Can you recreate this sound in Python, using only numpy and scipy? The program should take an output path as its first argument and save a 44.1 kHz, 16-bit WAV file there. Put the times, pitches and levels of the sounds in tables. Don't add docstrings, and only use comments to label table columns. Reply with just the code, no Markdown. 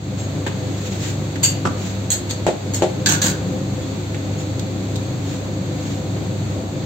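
import sys
import numpy as np
from scipy import signal
from scipy.fft import rfft, irfft, next_fast_len
from scipy.io import wavfile
from scipy.ndimage import uniform_filter1d, minimum_filter1d, map_coordinates

SR = 44100
rng = np.random.default_rng(int(sys.argv[2]) if len(sys.argv) > 2 else 0)


def master_out(mix):
    frames = np.transpose(np.atleast_2d(mix))
    ceiling = np.clip(frames, -1, 1)
    pcm = np.round(ceiling * 32767).astype(np.int16)
    wavfile.write(sys.argv[1], SR, pcm)


N = 302085

# [freq_hz, density_db_per_hz]
RUMBLE_SPECTRUM = [(15, -83), (25, -47), (37, -36.5), (70, -10), (82, -10.5), (102, -2), (125, -10),
                   (189, -2.5), (240, -10), (280, -10.5), (362, -11), (452, -17.5), (510, -20.5),
                   (555, -15), (1500, -34.5), (1950, -51), (3300, -120)]
# [freq_hz, density_db_per_hz]
HISS_SPECTRUM = [(400, -7.5), (900, -3.5), (1600, -6), (2450, -6), (3040, -9.5), (3470, -6), (4550, -6),
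                 (4950, -16), (5900, -13.5), (6500, -6), (7550, -9.5), (8400, -18.5), (12000, -27.5),
                 (16000, -25.5)]
# [freq_hz, width_hz, level_db]
HOUSING_MODES = [(126.3, 6.1, 5.5), (149.2, 14.3, 2), (174.2, 6.8, -3), (190.4, 10.6, 0), (275.7, 14.8, 0),
                 (307.1, 19.6, -2), (356.3, 11.4, -6), (406.6, 31, -12.5), (509.4, 28.5, -7),
                 (532.5, 12, -11), (633, 18, -22), (762, 37, -18)]
# [freq_hz, level_db]
MOTOR_LINES = [(100.45, 1), (73.7, -14.5), (649, -23.5), (519.5, -24), (1165, -44)]
# [time_s, hum_db, rumble_db]
MACHINE_DRIFT = [(0, -28, -27.5), (2.6, -30, -29), (3.15, -30, -25), (3.75, -30.5, -27.5),
                 (4.2, -28, -28.5), (5.4, -31.5, -27.5), (6.5, -27.5, -27), (6.85, -32.5, -27.5)]
HUM_WAVER_DB, HUM_WAVER_RATE = 0.03, 6.5
HISS_DB, HISS_FALL_DB_PER_S = -37.5, 0.16
HISS_DIRECT_DB, LEFT_LEAD_S = -9, 0.00026
DIP_OVER_DB, DIP_S, RUMBLE_DIP_SHARE, HISS_DIP_SHARE = -20, 0.049, 0.31, .12

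# [freq_hz, likeness_ratio]
LIKENESS = [(60, 1), (130, 1), (260, 0.83), (500, 0.87), (1000, 0.052), (2500, 0.035), (12000, .05)]
# [freq_hz, t60_s]
ROOM_DECAY = [(150, 0.34), (1000, 0.48), (4000, 0.36), (8000, 0.19), (15000, 0.24)]
# [freq_hz, gain_db]
TONE_RESPONSE = [(20, -0.5), (8450, 1.5), (8850, -25), (10200, -31.5), (11300, -30), (11750, 5),
                 (13000, 3.5), (16000, 1)]
TOP_HZ = 15800

# [centre_s, half_length_s, level_db]
RUBS_TIMED = [(0.21, 0.036, -39), (0.89, 0.16, -39), (1.068, 0.065, -33.5), (1.85, 0.1, -37.5),
              (4.407, 0.037, -40.5), (5.32, 0.074, -39), (5.889, 0.095, -39)]
# [freq_hz, density_db_per_hz]
CLOTH_SPECTRUM = [(600, -31.5), (1500, 1), (4000, 1.5), (5400, -3.5), (7200, 5.5), (8400, -10),
                  (13500, -19), (16000, -12)]

# [start_s, level_db]
TICKS_TIMED = [(4.5945, -25), (4.9575, -26.5), (4.962, -28.5)]
# [freq_hz, density_db_per_hz]
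PIVOT_SPECTRUM = [(900, -20), (1500, -12), (2700, -10), (3700, 2.5), (4500, -1.5), (5400, -9.5), (6500, -2),
                  (7700, -3), (9000, -15.5), (16000, -23)]
PIVOT_T60_S = 0.031

# [centre_s, half_length_s, pitch_hz, level_db]
SQUEAKS_TIMED = [(0.212, 0.026, 7450, -39.5), (.205, .02, 6570, -44), (0.25, .024, 6570, -41.5),
                 (3.83, .014, 3435, -43), (4.388, 0.0099, 7000, -38)]
SQUEAK_WAVER, SQUEAK_FLUTTER_DB = .004, 3

# [start_s, click_db, body_db]
TAPS_TIMED = [(0.4644, -23, -20.5), (.469, -26, -22.5), (.477, -25.5, -33.5), (1.357, -27.5, -42.5),
              (1.424, -37.5, -25.5), (4.145, -29.5, -41), (6.165, -36, -29.5)]
# [freq_hz, density_db_per_hz]
WOOD_SPECTRUM = [(300, -1), (900, -2.5), (1100, -8.5), (1700, 6), (2100, -3), (2600, -1), (4400, -8),
                 (5400, -18), (7400, -6), (9000, -29), (15000, -31)]
# [freq_hz, density_db_per_hz]
BENCH_SPECTRUM = [(100, -13), (200, 1.5), (340, 8), (480, -5), (650, -21), (900, 0), (1200, -18),
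                  (3000, -40.5)]

# [start_s, thump_db, smack_db, thump_hz]
SLAPS_TIMED = [(1.6529, -19, -13.5, 330), (1.6565, -21.5, -12.5, 290), (1.6611, -12.5, -24, 210),
               (1.6709, -28, -20.5, 210), (1.674, -31, -18.5, 210)]
# [freq_hz, density_db_per_hz]
SMACK_SPECTRUM = [(300, -7.5), (600, -3.5), (900, -3), (1250, 1.5), (1650, -6.5), (2000, -17), (2600, -19),
                  (4500, -29), (7000, -21), (14000, -54)]
# [freq_hz, density_db_per_hz]
DOUGH_SPECTRUM = [(35, -19), (80, -15), (130, 10.5), (250, 12), (450, -11), (750, -10), (1200, -11.5),
                  (2200, -19), (4000, -22), (8000, -21.5), (16000, -53)]
# [freq_hz, level_db, t60_s]
HOLLOW_MODES = [(965, -1, 0.11), (1150, 0, 0.09), (1353, -6.5, .08)]
HOLLOW_DB = -16
THUMP_T60_S, THUMP_DB = .035, 3

# [start_s, thud_db, shelf_db, click_db, push_db]
KNOCKS_TIMED = [(2.4665, -10, -14.5, -20, -23), (2.8219, -11.5, -12.5, -21, -37)]
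# [freq_hz, level_db, t60_s]
SHELF_MODES = [(186, -8, .2), (275, -9, .14), (358, -1, .19), (411, -7, .15), (452, -7, .11),
               (500, -6, .12), (541, -3, .18), (582, -7, .14), (628, -3.5, .2), (695, -8, .14),
               (763, -8, .13), (810, -10, .11), (860, -10.5, .12), (936, -16, .12), (1000, -17, .12),
               (1139, -19, .12), (1330, -21, .1)]
# [freq_hz, density_db_per_hz]
THUD_SPECTRUM = [(30, -25.5), (100, -15.5), (200, -3.5), (350, 2), (500, 1.5), (650, -0.5), (830, -0.5),
                 (1050, -15.5), (1300, -18), (1800, -21.5), (3500, -32.5), (8000, -49)]
# [freq_hz, density_db_per_hz]
CLICK_SPECTRUM = [(500, -28), (1500, 1.5), (4000, -2), (5400, -10), (7200, 0), (9000, -13), (15000, -35)]
BOUNCE_S, BOUNCE_DB = 0.011, -4
PUNCH_DB = 7
PUSH_HZ, PUSH_T60_S = 52, .07

# [start_s, clash_db, pan_db, weight_db, beam_db, frame_db, rattle_length_s, first_rebound_db]
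CLINKS_TIMED = [(1.4304, -27, -55.5, -28, -38, -37.5, .003, 1),
                (1.4348, -15, -52, -16.5, -30, -38.5, 0.0031, -6.5),
                (1.4398, -17, -42, -17, -34, -41, .004, -12),
                (1.448, -17.5, -46, -18.5, -30, -40, 0.011, -14),
                (1.461, -26, -49, -28.5, -36, -44, .02, -2),
                (1.488, -27.5, -54, -28, -39.5, -45, 0.0047, -9.5),
                (2.1035, -17.5, -42.5, -36.5, -19.5, -31.5, .010, -7),
                (2.117, -19, -45, -36, -24.5, -31, .02, -1.5), (2.294, -36.5, -56, -50, -51, -37, .006, 5),
                (2.303, -26, -52, -38.5, -41, -29, .004, -11),
                (2.3088, -22.5, -57, -41, -40, -25.5, 0.0029, -6.5),
                (2.7365, -26, -55, -38.5, -35.5, -37, .003, -3.5),
                (2.745, -21.5, -54, -29, -33, -44, .026, -2.5),
                (3.060, -12.5, -23, -38, -34, -16.5, 0.0039, -2.5),
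                (3.072, -16.5, -27.5, -40, -38, -34, .011, -9.5),
                (3.089, -15.5, -25.5, -38, -31, -38.5, .008, 0),
                (3.106, -21, -28, -38.5, -32, -38.5, .010, -2),
                (3.122, -11, -22, -39.5, -35.5, -35, .028, -6.5),
                (3.2172, -14, -26.5, -33, -29, -24, .003, -2),
                (3.229, -16, -30, -30.5, -31.5, -37, 0.0032, -8),
                (3.2405, -13.5, -28.5, -34, -29.5, -40.5, 0.011, -10),
                (3.262, -16, -29.5, -31, -32, -39, .010, -3),
                (3.283, -17.5, -29, -37.5, -37, -38, .025, -8)]
# [freq_hz, density_db_per_hz]
CLASH_SPECTRUM = [(500, -8), (900, 0.5), (1250, -12.5), (1600, 0), (2000, -5), (2400, -1.5), (3100, -2.5),
                  (4100, -2), (5200, -6), (6600, 6.5), (7400, -5.5), (8400, -0.5), (11600, -11.5),
                  (13300, -17.5), (16000, -11.5)]
# [freq_hz, level_db, t60_s]
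PAN_MODES = [(897, -9.5, 0.12), (1133, -13.5, 0.18), (1467, -8.5, 0.23), (1582, -5.5, .14),
             (1680, -8, 0.12), (1780, -14.5, .14), (2180, -18.5, 0.16), (2280, -18, .16), (2620, -18, .13),
             (3980, -13, 0.17), (4441, -17.5, .14), (6100, -14.5, .15), (6640, -8, .12), (6700, -9, .14),
             (7430, -5.5, .14), (7400, -9.5, .14)]
# [freq_hz, level_db, t60_s]
WEIGHT_MODES = [(2083, -16, .15), (2170, -20, .1), (2790, -20, .1), (2880, -12, .11), (3025, -14, .1),
                (3607, -21, .1), (4220, -17, .1), (4366, -17, .12), (4590, -7, .14), (4678, -12, .13),
                (6298, -13, .12), (6686, -3, .12), (6835, -3, .1), (6950, 2, .035), (7241, -4, .11),
                (7350, 0, .04), (7530, -3, .12), (7650, -10, .12), (7957, -12, .12), (12840, -14, .1),
                (13350, -16, .1)]
# [freq_hz, level_db, t60_s]
BEAM_MODES = [(3273, -15, .17), (3850, -16, .11), (4194, -9, .13), (4420, -15, .11), (6487, -4, .15),
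              (6660, -1.5, .15), (6833, -2, .12), (7100, -8, .12), (7400, -8, .14), (7650, -4, .18),
              (8010, -8, .14), (8280, -10, .14), (12800, -18, .1), (13300, -17, .12), (14000, -18, .1)]
# [freq_hz, level_db, t60_s]
FRAME_MODES = [(2455, -14, 0.04), (3360, -10, 0.049), (3734, -2, 0.039), (4120, -5, .08),
               (4430, -9.5, 0.09), (4640, -6.5, .07), (6500, -2.5, .06), (7330, -8, .05), (7600, -7, .07)]
MODE_SPLIT = .003
REBOUND_COUNT, RATTLE_UNEVEN = 2, .28
RATTLE_FADE_DB, REBOUND_SCATTER_DB = 3.5, 2
TINT_DB, TINT_SPACING_HZ = 4.5, 380
# [freq_hz, left_minus_right_db]
RATTLE_LEAN = [(1200, 0), (4000, -1), (6500, -2), (7800, -2.5), (14000, -3)]
# [time_s, left_minus_right_db]
SCALE_SIDE_DRIFT = [(2.3, 2), (3.0, 0)]


def amp(db):
    return 10 ** (np.asarray(db) / 20)


def unit(x):
    return x / np.sqrt(np.mean(x ** 2) + 1e-20)


def along(points, hz):
    f, v = np.transpose(points)
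    return np.interp(np.log(hz + 1), np.log(f + 1), v)


def seconds(count):
    return np.arange(count) / SR


def wobble(rate):
    return map_coordinates(rng.standard_normal(400), [seconds(N) * rate], mode="wrap")


def filtered(x, response):
    n = x.shape[-1]
    m = next_fast_len(n + SR // 4)
    return irfft(rfft(x, m) * response(np.fft.rfftfreq(m, 1 / SR)), m)[..., :n]


def high_pass(x, hz):
    return signal.sosfilt(signal.butter(2, hz, "high", fs=SR, output="sos"), x)


def colour(spectrum):
    return lambda hz: amp(along(spectrum, hz))


def noise(response, count=N):
    def mid_side(hz):
        turn = np.arccos(np.clip(along(LIKENESS, hz), -1, 1)) / 2
        return response(hz) * np.array([np.cos(turn), np.sin(turn)])

    mid, side = filtered(rng.standard_normal((2, count)), mid_side)
    return unit(np.array([mid + side, mid - side]))


def burst(spectrum, t60, attack):
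    t = seconds(SR // 4)
    fall = amp(-60 * t / t60) * np.minimum(t / attack, 1)
    puff = noise(colour(spectrum), count=len(t)) * fall
    return unit(puff) * np.sqrt(np.mean(fall ** 2))


def blow(spectrum):
    hz = np.fft.rfftfreq(SR // 4, 1 / SR)
    cepstrum = irfft(np.log(colour(spectrum)(hz)), SR // 4)
    causal = 2 * cepstrum[:SR // 8]
    pulse = irfft(np.exp(rfft(causal, SR // 4)), SR // 4)
    return pulse / np.abs(pulse).max() * np.ones((2, 1))


def ring(modes, scatter_db, spread, detune):
    t = seconds(SR // 4)
    hz, db, t60 = np.transpose(modes + modes)[..., None]
    size = amp(db + scatter_db * rng.standard_normal((2, len(hz), 1))) / np.sqrt(2)
    phase = spread * rng.standard_normal((2, len(hz), 1))
    pitch = hz * (1 + detune * rng.standard_normal(hz.shape))
    angle = (2 * np.pi * pitch * t).astype(np.float32)
    fall = np.exp((-np.log(1000) * t / t60).astype(np.float32))
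    in_phase = (size * np.cos(phase))[..., 0] @ (fall * np.sin(angle))
    quadrature = (size * np.sin(phase))[..., 0] @ (fall * np.cos(angle))
    return in_phase + quadrature


def add(track, s, sound):
    part = track[:, round(s * SR):][:, :sound.shape[1]]
    part += sound[:, :part.shape[1]]


def in_room(x, wet_db):
    hz, t, z = signal.stft(rng.standard_normal((2, SR // 2)), SR, nperseg=256)
    decay = amp(-60 * t / along(ROOM_DECAY, hz)[:, None]) * (t > .004)
    tail = signal.istft(z * decay, SR, nperseg=256)[1]
    wet = signal.fftconvolve(x, tail / np.linalg.norm(tail[0]), axes=1)[:, :N]
    return x + amp(wet_db) * wet


def dip():
    total = np.zeros(N)
    for s, thud_db, *_ in KNOCKS_TIMED:
        age = np.maximum(seconds(N) - s, 0) / DIP_S
        total += max(thud_db - DIP_OVER_DB, 0) * age * np.exp(1 - age)
    return total


def from_left(spectrum):
    lead = lambda hz: np.exp(1j * np.pi * hz * LEFT_LEAD_S * np.array([[1], [-1]]))
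    return unit(filtered(rng.standard_normal(N), lambda hz: colour(spectrum)(hz) * lead(hz)))


def housing_response(f):
    return np.sqrt(sum(amp(db) ** 2 / (1 + (2 * (f - hz) / width) ** 2) ** 2
                       for hz, width, db in HOUSING_MODES))


def machines():
    t = seconds(N)
    s, *columns = np.transpose(MACHINE_DRIFT)
    hum_db, rumble_db = [np.interp(t, s, c) for c in columns]
    dip_db = dip()
    lines = sum(amp(db) * np.sin(2 * np.pi * hz * t + 0.062 * wobble(3.0)) for hz, db in MOTOR_LINES)
    hum = np.sqrt(2) * amp(hum_db - dip_db + HUM_WAVER_DB * wobble(HUM_WAVER_RATE)) * lines

    shake = amp(1.15 * wobble(13)) * noise(housing_response)
    rumble = amp(-1.5 + 0.83 * wobble(22)) * noise(colour(RUMBLE_SPECTRUM))
    drives = amp(rumble_db - RUMBLE_DIP_SHARE * dip_db) * (shake + rumble)

    belts = unit(noise(colour(HISS_SPECTRUM)) + amp(HISS_DIRECT_DB) * from_left(HISS_SPECTRUM))
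    hiss_db = HISS_DB - HISS_FALL_DB_PER_S * t - HISS_DIP_SHARE * dip_db + 0.64 * wobble(6.3)
    return hum + drives * amp([[.6], [-.6]]) + amp(hiss_db) * belts


def hands():
    t = seconds(N)
    strokes = sum(amp(db) * np.exp(-((t - s) / length) ** 2) for s, length, db in RUBS_TIMED)
    return strokes * amp(2.2 * wobble(55)) * noise(colour(CLOTH_SPECTRUM))


def ticks():
    track = np.zeros((2, N))
    for s, db in TICKS_TIMED:
        add(track, s, amp(db) * burst(PIVOT_SPECTRUM, t60=PIVOT_T60_S, attack=0.0003))
    return in_room(track, wet_db=-7.5)


def squeaks():
    t = seconds(N)
    track = np.zeros(N)
    for s, length, hz, db in SQUEAKS_TIMED:
        phase = 2 * np.pi * np.cumsum(hz * (1 + SQUEAK_WAVER * wobble(50))) / SR
        track += amp(db) * np.exp(-((t - s) / length) ** 2) * np.sin(phase)
    return in_room(track * amp(SQUEAK_FLUTTER_DB * wobble(55)) * np.ones((2, 1)), wet_db=-4.5)


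def taps():
    track = np.zeros((2, N))
    for s, click_db, body_db in TAPS_TIMED:
        click = amp(click_db) * burst(WOOD_SPECTRUM, t60=0.068, attack=0.0007)
        body = amp(body_db) * burst(BENCH_SPECTRUM, t60=0.11, attack=.0012)
        add(track, s, click + body)
    return in_room(track, wet_db=-9.5)


def slaps():
    track = np.zeros((2, N))
    t = seconds(SR // 4)
    for s, thump_db, smack_db, hz in SLAPS_TIMED:
        skin = burst(SMACK_SPECTRUM, t60=0.024, attack=0.00046)
        pop = amp(-2) * blow(SMACK_SPECTRUM) + amp(-0.5) * skin
        hollow = amp(HOLLOW_DB) * ring(HOLLOW_MODES, scatter_db=2.5, spread=0.69, detune=0.021)
        swing = -np.sin(2 * np.pi * hz * t) * amp(THUMP_DB - 60 * t / THUMP_T60_S)
        thump = swing + amp(-3.5) * burst(DOUGH_SPECTRUM, t60=0.13, attack=0.0007)
        add(track, s, amp(thump_db) * thump + amp(smack_db) * (pop + hollow))
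    return in_room(high_pass(track, hz=85), wet_db=-9.0)


def knocks():
    track, pushes = np.zeros((2, 2, N))
    t = seconds(SR // 4)
    build = 1 - np.exp(-t / 0.0025)
    push = np.sin(2 * np.pi * PUSH_HZ * t) * amp(-60 * t / PUSH_T60_S) * np.ones((2, 1))
    for s, thud_db, shelf_db, click_db, push_db in KNOCKS_TIMED:
        shelf = amp(shelf_db) * build * ring(SHELF_MODES, scatter_db=0.0, spread=0.43, detune=0.003)
        punch = amp(PUNCH_DB) * blow(THUD_SPECTRUM)
        thud = punch + amp(-4.5) * burst(THUD_SPECTRUM, t60=0.16, attack=0.0012)
        long_click = amp(-3.5) * burst(CLICK_SPECTRUM, t60=0.19, attack=0.00093)
        click = long_click + amp(3.5) * burst(CLICK_SPECTRUM, t60=0.016, attack=.0004)
        knock = shelf + amp(thud_db) * thud + amp(click_db) * click
        add(track, s, knock * amp([[.5], [-.5]]))
        add(track, s + BOUNCE_S, amp(thud_db + BOUNCE_DB) * blow(THUD_SPECTRUM))
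        add(pushes, s, amp(push_db) * push)
    return in_room(high_pass(track, hz=50), wet_db=-11.5) + pushes


def rattle(length, rebound_db):
    slip, size = rng.standard_normal((2, REBOUND_COUNT))
    delay = length * np.abs(np.arange(1, REBOUND_COUNT + 1) + RATTLE_UNEVEN * slip) / REBOUND_COUNT
    db = rebound_db - RATTLE_FADE_DB * np.linspace(0, 1, REBOUND_COUNT) + REBOUND_SCATTER_DB * size
    return [(0, 0), *zip(delay, db)]


def chatter(sound, rate, fade, bounce_db):
    t = seconds(SR // 25)
    struck = rng.random(len(t)) < rate / SR
    rebounds = struck * rng.standard_normal((2, len(t))) * amp(bounce_db) * np.exp(-t / fade)
    rebounds[:, 0] = 1
    return signal.fftconvolve(sound, rebounds, axes=1)[:, :sound.shape[1]]


def tinted(sound):
    bands_db = TINT_DB * rng.standard_normal(80)
    band = np.fft.rfftfreq(sound.shape[1], 1 / SR) / TINT_SPACING_HZ
    gain = amp(np.interp(band, np.arange(len(bands_db)), bands_db))
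    later = np.roll(sound, 128)
    return irfft(rfft(later) * unit(gain), sound.shape[1])[:, 128:]


def clinks():
    track = np.zeros((2, N))
    for s, clash_db, pan_db, weight_db, beam_db, frame_db, length, rebound_db in CLINKS_TIMED:
        for delay, db in rattle(length, rebound_db):
            clash = amp(clash_db) * tinted(burst(CLASH_SPECTRUM, t60=0.014, attack=0.00045))
            pan = amp(pan_db) * ring(PAN_MODES, scatter_db=4.0, spread=2.22, detune=0.008)
            weight = amp(weight_db) * ring(WEIGHT_MODES, scatter_db=4.0, spread=2.76, detune=MODE_SPLIT)
            beam = amp(beam_db) * ring(BEAM_MODES, scatter_db=2.5, spread=3.65, detune=MODE_SPLIT)
            frame = amp(frame_db) * ring(FRAME_MODES, scatter_db=3, spread=3.2, detune=0.015)
            add(track, s + delay, amp(db) * chatter(clash, rate=480, fade=0.022, bounce_db=-4.5))
            add(track, s + delay, amp(db) * (pan + weight + beam + frame))
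    sides = np.array([[.5], [-.5]])
    leaning = filtered(track, lambda hz: amp(along(RATTLE_LEAN, hz) * sides))
    side_db = np.interp(seconds(N), *np.transpose(SCALE_SIDE_DRIFT))
    return in_room(leaning * amp(side_db * sides), wet_db=-6.0)


def scene():
    background = machines() + hands()
    light_contacts = ticks() + squeaks() + taps()
    return background + light_contacts + slaps() + knocks() + clinks()


def limited(x, ceiling_db, release):
    over = np.maximum(20 * np.log10(np.abs(x).max(0) + 1e-9) - ceiling_db, 0)
    recovery = release * seconds(N)
    gain_db = recovery - np.maximum.accumulate(over + recovery)
    return x * amp(uniform_filter1d(minimum_filter1d(gain_db, size=48), size=48))


def record(dry):
    rise = 1 - 0.66 * np.exp(-seconds(N) / 0.11)
    sound = filtered(dry, colour(TONE_RESPONSE)) * rise
    sound = limited(sound, ceiling_db=-1, release=250)
    return filtered(sound, lambda hz: hz < TOP_HZ)


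dry = scene()
out = record(dry)
master_out(out)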